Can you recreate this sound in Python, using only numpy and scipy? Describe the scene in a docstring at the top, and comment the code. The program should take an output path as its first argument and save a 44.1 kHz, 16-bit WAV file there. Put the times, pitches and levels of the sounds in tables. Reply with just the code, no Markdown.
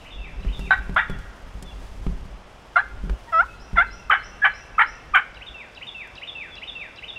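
"""Turkey call at the edge of a wood

A latex-reed turkey call held in the mouth clucks and yelps: partials of a flapping reed pass through
resonances of mouth and hand, and decaying noise echoes off the trees. Three songbirds and a faint far
whistle are gliding sines. Leaves and cloth rustle as filtered noise over the air of the wood, and the
hand-held microphone rumbles and knocks in its mount, a set of damped modes."""
import sys
import numpy as np
from scipy import signal
from scipy.fft import rfft, irfft
from scipy.io import wavfile
from scipy.ndimage import uniform_filter1d, minimum_filter1d

SR = 44100
rng = np.random.default_rng(int(sys.argv[2]) if len(sys.argv) > 2 else 0)


def gain_from_db(level_db):
    """Turn a decibel level (scalar or array-like) into a linear amplitude factor."""
    decades = np.asarray(level_db, float) / 20
    return 10 ** decades


def store_wav(level_fs):
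    """Save 16-bit WAV to argv[1]."""
    pcm = np.round(np.clip(np.atleast_2d(level_fs), -1, 1) * 32767)
    wavfile.write(sys.argv[1], SR, pcm.T.astype(np.int16))


N = 316638

# damped modes of the microphone mount, relative levels: mode_hz, rumble_db, knock_db, t60_s
MOUNT_MODES = [(49.9, 0.5, 1.5, 0.17), (93.5, -14.5, -8.5, 0.089), (154, -21, -1, 0.21),
               (185.6, -19.5, 2.5, 0.23), (249, -24, -3.5, 0.065), (381.3, -27, -7.5, 0.15)]


def in_time(rows):
    """Linear interpolation: the sample numbers a table covers and its columns at those samples."""
    s, *columns = np.transpose(rows)
    at = np.arange(max(int(s[0] * SR), 0), min(int(s[-1] * SR), N))
    return at, [np.interp(at / SR, s, column) for column in columns]


def at_hz(points, hz):
    """Spectral envelope: level in dB along straight lines on a log-frequency axis."""
    point_hz, point_db = np.array(points)[:, 0], np.array(points)[:, 1]
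    return np.interp(np.log(hz + 1), np.log(point_hz), point_db)


def drift(rate_hz, size):
    """Slow random fluctuation of spread 1: white noise through two equal one-pole low-passes."""
    r = np.exp(-2 * np.pi * rate_hz / SR)
    slow = signal.lfilter([1], [1, -2 * r, r * r], rng.standard_normal(size + 4000))[4000:]
    return slow * np.sqrt((1 - r * r) ** 3 / (1 + r * r))


def bandpass(x, order, low_hz, high_hz):
    """Butterworth band-pass: maximally flat between its two edges."""
    return signal.sosfilt(signal.butter(order, [low_hz, high_hz], "band", fs=SR, output="sos"), x)


def coloured(spectrum):
    """Spectral shaping: white noise takes the given envelope, silent below its first point, at rms 1."""
    hz = np.fft.rfftfreq(N, 1 / SR)
    shape = gain_from_db(at_hz(spectrum, hz)) * (hz > spectrum[0][0])
    x = irfft(rfft(rng.standard_normal(N)) * shape, N)
    return x / x.std()


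def ring(force, hz, t60):
    """Damped resonator: a unit click sets off a sine of starting height 1 that decays exponentially."""
    r, w = gain_from_db(-60 / (t60 * SR)), 2 * np.pi * hz / SR
    return signal.lfilter([0, np.sin(w)], [1, -2 * r * np.cos(w), r * r], force + 1e-18)


def dying(hits, t60):
    """Exponential decay: each hit starts an envelope that falls 60 dB in t60 seconds."""
    return signal.lfilter([1], [1, -gain_from_db(-60 / (t60 * SR))], hits)


def reed_note(rows, cavity, voicing):
    """Period doubling: strong-weak flapping adds half-pitch lines; chaotic flapping shakes every line."""
    # fixed resonance of the cupped hand and upper cavities: frequency_hz, level_db
    hand_curve = [(300, -42), (560, -21), (780, -9), (1200, -11), (2100, -14), (2600, -20), (3200, -24),
                  (3800, -30), (4250, -44), (5300, -44), (7000, -60), (9000, -75)]
    at, (hz, db, rasp, mouth_hz) = in_time(rows)
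    rasp, high = np.clip(rasp, 0, 1), hz > 1120      # high register lies above 1120 Hz
    # half lines grow with rasp and weaken in the high register
    half_db = voicing[0] + 28 * rasp - 19 * high
    # overtones thin out when blown below -21.5 dB and in the high register; db per unit of pitch multiple
    dull_db = 0.1 * np.minimum(db + 21.5, 0)
    slope_db = np.minimum(voicing[1], 0) + dull_db - 7 * high
    hz = hz * (1 + 0.041 * rasp * drift(90, size=len(at)))
    phase = 2 * np.pi * np.cumsum(hz) / SR
    tone, power = 0, 0
    mouth_db, mouth_width_hz, shake_hz = 20, 380, 100
    for k in np.arange(1, 19) / 2:      # multiples of the pitch, in halves
        mouth_peak = mouth_db / (1 + ((k * hz - mouth_hz) / mouth_width_hz) ** 2)
        gain = gain_from_db(mouth_peak + slope_db * abs(k - 1) + half_db * (k % 1 > 0))
        shake = drift(shake_hz, size=len(at)) + 1j * drift(shake_hz, size=len(at))
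        loose = 1 - (1 - rasp) ** (1 + .5 * k)      # upper lines lose their grip first
        line = np.sqrt(1 - loose) + np.sqrt(loose / 2) * shake
        tone = tone + gain * np.imag(line * np.exp(1j * k * phase + 1j * k * k))
        power = power + (gain * gain_from_db(at_hz(hand_curve, k * hz))) ** 2
    tone = tone / np.sqrt(power)
    bins, cavity_width_hz = np.fft.rfftfreq(len(at), 1 / SR), 260
    hollow_db = sum(peak_db / (1 + ((bins - peak_hz) / cavity_width_hz) ** 2)
                    for peak_hz, peak_db in (cavity[:2], cavity[2:4]))
    tone = irfft(rfft(tone) * gain_from_db(at_hz(hand_curve, bins) + hollow_db), len(at))
    # blowing pressure sets the level, so the tone's own power is evened out first
    span = int(0.015 * SR)
    tone /= np.sqrt(uniform_filter1d(uniform_filter1d(tone ** 2, span), span))
    # air leaking past the reed
    air = bandpass(rng.standard_normal(len(at)), 2, 7500, 11300)
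    out = np.zeros(N)
    out[at] = gain_from_db(db) * (tone + gain_from_db(-52) * (0.38 + 4.0 * rasp) * air)
    return out


def clucks():
    """Register jump: a nearly clean squeak breaks into the reed's raspy low register."""
    # opening squeaks, swell_db added by the end: start_s, length_s, pitch_hz, level_db, swell_db
    squeak_rows = [(4.097, 0.01, 1264, -7.5, -12.5), (4.416, 0.029, 1663, -21, 7),
                   (4.779, .0125, 1274, -13, 1), (5.135, 0.012, 1218, -16, 2.5)]
    # the low register of each cluck, before shaping: length_s, pitch_hz, level_db, rasp
    rasp_rows = [(.067, 770, -12.5, 0.71), (.048, 780, -11.5, .5), (.064, 900, -10.5, 0.88),
                 (.061, 765, -10.5, 0.97)]
    # course of every rasp: fraction_of_length, pitch_ratio, added_level_db, rasp_factor
    rasp_course = [(0, 1.04, -4, .7), (0.121, 1.01, 0, .9), (.45, .97, -2, 0.87), (0.601, 1.03, -9.5, 0.94),
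                   (.8, 1.12, -13, .9), (0.999, 1.16, -32, .9)]
    attack_s, rise, squeak_rasp, mouth_hz = .0055, 0.027, 0.045, 1500
    notes = []
    for (s, squeak_s, high_hz, high_db, swell_db), (rasp_s, hz, db, rasp) in zip(squeak_rows, rasp_rows):
        flip = s + squeak_s
        squeak = [
            (s, high_hz * (1 - rise), high_db - 24, squeak_rasp, high_hz),
            (s + attack_s, high_hz, high_db, squeak_rasp, high_hz),
            (flip, high_hz * (1 + rise), high_db + swell_db, squeak_rasp, high_hz)]
        # the rasp follows one of its periods after the squeak
        low = [(flip + 1 / hz + at * rasp_s, ratio * hz, db + added_db, factor * rasp, mouth_hz)
               for at, ratio, added_db, factor in rasp_course]
        notes.append(squeak + low)
    return notes


def turkey_call():
    """Source and filter: each reed note has its own cavities; returns direct sound and feed to the trees."""
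    # shaped reed notes: time_s, pitch_hz, level_db, rasp (0-1), mouth_resonance_hz
    reed_rows = [
        [(.705, 756, -47, .5, 1230), (.7085, 777, -4, 0.34, 1210), (.713, 763, -9.5, 0.52, 1500),
         (.72, 742.6, -15, 0.32, 1500), (.74, 771, -18, 0.68, 1640), (.752, 796, -36, 0.73, 1560),
         (.76, 790, -55, .7, 1550)],
        [(.961, 640, -43, .3, 1200), (.9637, 627, -13, 0.77, 1310), (.9715, 686, -8.5, 0.26, 1400),
         (.974, 725, -16, 0.53, 1500), (.996, 924, -17.5, 0.53, 1880), (1.013, 934, -31, 0.38, 1900),
         (1.03, 938, -43, 0.4, 1890), (1.05, 940, -53, 0.4, 1880)],
        [(2.756, 710, -43, 0.3, 1400), (2.76, 718, -15, 0.24, 1400), (2.77, 688, -9, 0, 1400),
         (2.777, 695, -14, 0.56, 1400), (2.785, 765, -17.5, 0.83, 1500), (2.8, 820, -19, .3, 1550),
         (2.808, 806, -25, 0.46, 1400), (2.82, 850, -43, .4, 1300)],
        [(3.268, 960, -55, 0.3, 1210), (3.28, 940, -43, 0.2, 1200), (3.3, 940, -41.5, .1, 1260),
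         (3.312, 920, -52.5, 0.2, 1210)],
        [(3.322, 710, -35, 0.14, 1500), (3.328, 675, -25, 0.03, 1600), (3.345, 646, -16.5, 0, 1420),
         (3.385, 656, -15, 0, 1420), (3.398, 690, -11.5, 0, 1400), (3.41, 724, -12.5, 0.06, 1470),
         (3.42, 795, -26, 0.1, 1500), (3.44, 1077, -34.5, 0, 1200), (3.448, 1100, -48.5, 0.1, 1200)],
        [(3.755, 1160, -50.5, .4, 1500), (3.759, 1012, -35.5, .4, 1430), (3.775, 694, -17, 0.34, 1450),
         (3.782, 685, -9.5, 0.13, 1540), (3.797, 689, -11, 0.07, 1445), (3.802, 697, -10.5, 0.2, 1500),
         (3.81, 733, -15.5, 0.25, 1500), (3.823, 790, -16.5, 0.1, 1550), (3.829, 900, -26, .1, 1200),
         (3.85, 1020, -54, .1, 1200)],
    ]
    # cavities behind the cupped hand, a row per note: second_hz, second_db, third_hz, third_db
    cavity_rows = [(2260, 5, 3800, 17), (2900, 3, 3420, 16), (2010, 3, 4100, 14.5), (1894, 12, 3300, 9),
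                   (2020, -4.5, 5300, 22), (2070, 9.5, 3520, 11.5), (2120, 9.5, 3080, 16.5),
                   (2294, 11, 3010, 14), (2145, 12.5, 3040, 13.5), (2350, 16.5, 3080, 19.5)]
    # a row per note, the feed relative to the direct note:
    # half_lines_db before rasp, overtone_slope_db (above 0 acts as 0), feed_to_trees_db
    voicing_rows = [(-21, 1, 1.5), (-20.5, -0.5, 5.5), (-24, -1, -2.5), (-35, 0.5, 3), (-18.5, -1.7, -5),
                    (-27, 0.5, -3), (-21, 0, 1.5), (-16.5, -.4, 0.4), (-22.5, 0.8, -1.5),
                    (-24.5, 1.5, -1.1)]
    notes = [reed_note(*note) for note in zip(reed_rows + clucks(), cavity_rows, voicing_rows)]
    sent = sum(gain_from_db(voicing[2]) * note for note, voicing in zip(notes, voicing_rows))
    return sum(notes), sent


def snaps():
    """Impulsive closure: as hard notes set in the reed slaps shut in a bright and a low burst of noise."""
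    # moments of closure: time_s, bright_snap_db, low_pop_db
    snap_rows = [(.708, -50, -30), (0.9646, -46, -22), (2.765, -49.5, -32), (3.785, -44, -35),
                 (4.111, -45.5, -17), (4.452, -48, -28), (4.793, -36, -22), (5.158, -33.5, -18)]
    s, snap_db, pop_db = np.transpose(snap_rows)
    out = 0
    for db, t60, band_hz in ((snap_db, 0.0082, [3800, 10000]), (pop_db, 0.054, [380, 750])):
        hits = np.zeros(N)
        hits[(s * SR).astype(int)] = gain_from_db(db)
        burst = dying(hits + 1e-18, t60) * rng.standard_normal(N)
        out = out + bandpass(burst, 2, *band_hz)
    return out


def trees(x, t60, early_t60, early_db):
    """Multiple scattering off trunks: dense noise echoes of unit energy, the early ones dying faster."""
    t = np.arange(SR) / SR
    shape = gain_from_db(-60 * t / t60) + gain_from_db(early_db - 60 * t / early_t60)
    echo = rng.standard_normal(SR) * shape * np.clip(t / 0.0047, 0, 1)
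    return signal.fftconvolve(x, echo / np.sqrt(np.sum(echo ** 2)))[:N]


def whistle(rows):
    """Frequency modulation: a sine whose phase sums a gliding pitch, at the rms level given."""
    out = np.zeros(N)
    at, (hz, db) = in_time(rows)
    out[at] = np.sqrt(2) * gain_from_db(db) * np.sin(2 * np.pi * np.cumsum(hz) / SR)
    return out


def songbird(phrase, sung):
    """Superposition of gliding sines, pitch varied a little per phrase; direct sound and feed to echoes."""
    direct, scattered = np.zeros(N), np.zeros(N)
    for start, direct_db, echo_db in sung:
        shift = [1, 1 + .008 * rng.standard_normal(), 1]
        song = sum(whistle(np.array(note) * shift + [start, 0, 0])
                   for note in phrase if start + note[0][0] < N / SR)
        direct += gain_from_db(direct_db) * song
        scattered += gain_from_db(echo_db) * song
    return direct, scattered


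def near_songbird():
    """Gliding pure tones: a near bird repeats a phrase of five notes."""
    # notes, relative to the phrase: time_after_start_s, pitch_hz, level_db
    five_notes = [
        [(.0005, 6300, -23), (.002, 5400, -16), (.0035, 4800, -9.5), (.0055, 4200, -21)],
        [(.004, 3300, -13), (.011, 3950, -20), (.018, 3960, -9), (.022, 3570, -19), (.027, 2930, -4),
         (.035, 2640, -3), (.044, 2700, -33)],
        [(.06, 1800, -24.5), (.067, 1993, -5.5), (.08, 2700, 1), (.088, 3050, 1.5), (.095, 3120, -21)],
        [(.121, 3480, -10), (.126, 3670, -0.5), (.136, 3710, 0), (.147, 3400, 4), (.153, 3350, -24)],
        [(.197, 2930, -15), (.203, 2733, 0), (.217, 2680, 1), (.245, 2626, -5.5), (.27, 2350, 1.5),
         (.29, 1940, -7.5), (.32, 1630, -15.5), (.35, 1473, -19.5), (.362, 1430, -42)],
    ]
    # phrases sung: start_s, direct_db, echo_db
    near_starts = [(-.017, -49.5, -42), (.403, -48, -42), (5.343, -40, -43.5), (5.747, -36.5, -39.5),
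                   (6.152, -35, -38), (6.553, -35, -38), (6.959, -36, -38.5)]
    return songbird(five_notes, near_starts)


def far_songbird():
    """Gliding pure tones: a far bird sings three nearly level notes and a rising sweep."""
    # notes, relative to the phrase: time_after_start_s, pitch_hz, level_db
    sweep_notes = [
        [(0, 3970, -16), (.008, 4210, -9), (.02, 4020, -9), (.03, 4120, -25.5)],
        [(-.075, 2540, -19), (-.065, 2647, 4), (-.045, 2560, -5), (-.035, 2510, -17)],
        [(.125, 2790, -15.5), (.135, 2730, -4), (.165, 2590, -9), (.175, 2600, -15.5)],
        [(.04, 4800, -22), (.052, 5120, -1.5), (.068, 5705, -6.5), (.082, 5720, -6.5), (.098, 5950, -10.5),
         (.11, 6020, -21)],
    ]
    # phrases sung: start_s, direct_db, echo_db
    far_starts = [(3.55, -55.5, -49.5), (3.862, -50, -45), (4.18, -54.5, -44), (4.489, -54.5, -44.5),
                  (4.816, -51, -45)]
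    return songbird(sweep_notes, far_starts)


def whistling_bird():
    """Gliding pure tones: a third bird gives a falling whistle and a short low note."""
    # notes, relative to the phrase: time_after_start_s, pitch_hz, level_db
    falling_notes = [
        [(0, 3470, -21), (.012, 3503, -1.5), (.047, 3410, 6.5), (.06, 3280, 0), (.066, 3250, -17)],
        [(.062, 2870, -17), (.069, 2780, 6), (.078, 2720, -2), (.085, 2700, -18)],
    ]
    # whistles sung: start_s, direct_db, echo_db
    third_starts = [(1.075, -55, -57.5), (1.645, -53.5, -56.5), (6.498, -48.5, -53)]
    return songbird(falling_notes, third_starts)


def far_whistle():
    """Frequency modulation: a faint whistle far off arches up and down in pitch."""
    # course of the whistle: time_s, pitch_hz, level_db
    arch_rows = [(3.11, 2310, -72), (3.125, 2600, -63), (3.15, 2980, -62), (3.175, 2900, -62),
                 (3.2, 2650, -64), (3.21, 2550, -72)]
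    return whistle(arch_rows)


def shaking_db():
    """Addition of powers: jolts of the hands add to a wavering tremor; the sum in dB drives the mount."""
    # unsteadiness of the hands, before its waver: time_s, rumble_db
    tremor_rows = [(0, -48.5), (.3, -37.5), (1.3, -41), (2.0, -38.5), (2.45, -55), (2.8, -52.5), (3.3, -45),
                   (4.0, -48), (5.3, -52), (5.6, -60.5), (7.2, -64)]
    # jolts, rise and fall each spanning 20 dB: peak_s, rumble_db, rise_s, fall_s
    jolt_rows = [(.18, -32.5, 0.069, 0.056), (0.479, -24.5, .05, 0.081), (.62, -25, 0.14, 0.099),
                 (.8, -35.5, .12, 0.18), (0.939, -28.5, .25, 0.046), (1.12, -27, 0.082, 0.23),
                 (1.46, -49, 0.088, 0.038), (1.98, -34, .08, .1), (2.1, -27, 0.043, 0.32),
                 (2.94, -38, 0.11, 0.36), (3.139, -25, 0.26, 0.023), (3.77, -32.5, 0.034, 0.22),
                 (5.062, -48, 0.071, 0.081), (5.5, -44.5, 0.084, 0.075)]
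    _, (tremor_db,) = in_time(tremor_rows)
    power = gain_from_db(tremor_db + 3.5 * drift(11, size=N)) ** 2
    t = np.arange(N) / SR
    for s, db, rise_s, fall_s in jolt_rows:
        away = np.where(t < s, (s - t) / rise_s, (t - s) / fall_s)
        power = power + gain_from_db(db - 20 * away) ** 2
    return 10 * np.log10(power)


def mount(rumble_db):
    """Modal excitation: shaking hands drive the modes with noise; knocks strike them, with tap and tick."""
    # knocks on the mount, thud_db scaled by each mode: time_s, thud_db, tap_db, tick_db
    knock_rows = [(0.4051, -42.5, -49, -66), (.448, -34, -28, -62), (.593, -35.5, -26, -41.5),
                  (.675, -35, -50, -54), (0.8943, -30, -26, -57), (0.944, -58, -41, -45),
                  (1.0978, -29, -21.5, -43.5), (1.188, -47, -44, -47), (1.625, -40, -33, -36),
                  (2.066, -25, -25.5, -56), (2.887, -71, -46, -56), (3.0384, -35.5, -41, -70),
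                  (3.073, -38, -47.5, -68), (3.0959, -33.5, -19.5, -52), (3.731, -34.5, -33, -51.5),
                  (6.073, -66, -62, -52)]
    s, thud_db, tap_db, tick_db = np.transpose(knock_rows)
    at, out = (s * SR).astype(int), np.zeros(N)
    shaking = gain_from_db(rumble_db) * rng.standard_normal(N)
    for hz, shake_db, knock_db, t60 in MOUNT_MODES:
        blows = np.zeros(N)
        blows[at] = gain_from_db(thud_db + knock_db + rng.normal(0, 1, len(at)))
        # noise gain that offsets the longer build-up of slowly decaying modes
        drive = gain_from_db(shake_db) * np.sqrt(4 * np.log(1000) / (t60 * SR))
        out += ring(blows + drive * shaking, hz, t60)
    ticks, taps = np.zeros(N), np.zeros(N)
    ticks[at], taps[at] = gain_from_db(tick_db), gain_from_db(tap_db)
    bright_tick = dying(ticks, 0.043) * bandpass(rng.standard_normal(N), 2, 2500, 10000)
    dull_tap = bandpass(dying(taps, 0.033) * rng.standard_normal(N), 2, 350, 2000)
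    return out + bright_tick + dull_tap


def shoves():
    """Impulse response: a smooth push of a few milliseconds sets the lowest mount mode swinging."""
    # soft shoves: time_s, push_db
    shove_rows = [(0.461, -13), (1.1, -23), (2.068, -14), (3.734, -14.5)]
    s, db = np.transpose(shove_rows)
    hits, push = np.zeros(N), np.hanning(int(.008 * SR))
    hits[(s * SR).astype(int)] = gain_from_db(db)
    lowest_hz, _, _, t60 = MOUNT_MODES[0]
    return ring(np.convolve(hits, push / push.sum())[:N], lowest_hz, t60)


def leaves_and_cloth():
    """Amplitude modulation: rustling is shaped noise whose level swells and flutters."""
    # level before a 6 dB lift and flutter: time_s, level_db
    rustle_levels = [(0, -64.5), (.2, -75.5), (.6, -64.5), (.92, -68.5), (1.1, -68.5), (1.2, -68),
                     (1.6, -69.5), (1.9, -64), (2.05, -66), (2.42, -72.5), (2.9, -71.5), (3.14, -69),
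                     (3.36, -65.5), (3.7, -71.5), (4.2, -74), (4.7, -74), (5.4, -74.5), (7.2, -76)]
    # relative spectral density of the rustle: frequency_hz, density_db (per Hz)
    rustle_spectrum = [(1500, -6), (3000, 0.5), (6000, -2), (10000, -8.5), (15500, -19)]
    _, (rustle_db,) = in_time(rustle_levels)
    return gain_from_db(rustle_db + 6.0 + 1.7 * drift(25, size=N)) * coloured(rustle_spectrum)


def wood_air():
    """Stationary noise: the air of the wood is a dark steady hush that wavers very slightly."""
    # relative spectral density of the air: frequency_hz, density_db (per Hz)
    air_spectrum = [(40, 5), (160, -3), (310, -6.5), (630, -3), (1000, -5.5), (2000, -13), (3300, -15.5),
                    (4200, -25.5), (5100, -22.5), (6500, -29.5), (9000, -36), (15500, -56.5)]
    return gain_from_db(-47.5 + 0.27 * drift(4.6, size=N)) * coloured(air_spectrum)


def scene():
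    """Superposition: reed, birds and their echoes over the air of the wood, plus handling."""
    call, sent = turkey_call()
    direct, scattered = np.sum([near_songbird(), far_songbird(), whistling_bird()], axis=0)
    dulled = bandpass(sent, 1, 1300, 4200)
    call_echoes = gain_from_db(-9.0) * trees(dulled, 1.66, 0.22, 21.9)
    bird_echoes = trees(scattered, 0.82, 0.17, 0.5)
    wood = call + snaps() + direct + call_echoes + bird_echoes + far_whistle()
    handling = mount(shaking_db()) + shoves()
    return (wood + handling + leaves_and_cloth() + wood_air())[None]


def roll_off(x):
    """The treble ends steeply here."""
    return signal.sosfilt(signal.butter(12, 15827, fs=SR, output="sos"), x)


def record(dry):
    """Gain control: a look-ahead limiter lowers the gain smoothly around peaks."""
    top, span = .65, int(.003 * SR)
    room = np.minimum(1, top / (np.abs(dry) + 1e-9))
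    gain = uniform_filter1d(minimum_filter1d(room, 2 * span), span)
    return roll_off(dry * gain)


dry = scene()
out = record(dry)
store_wav(out)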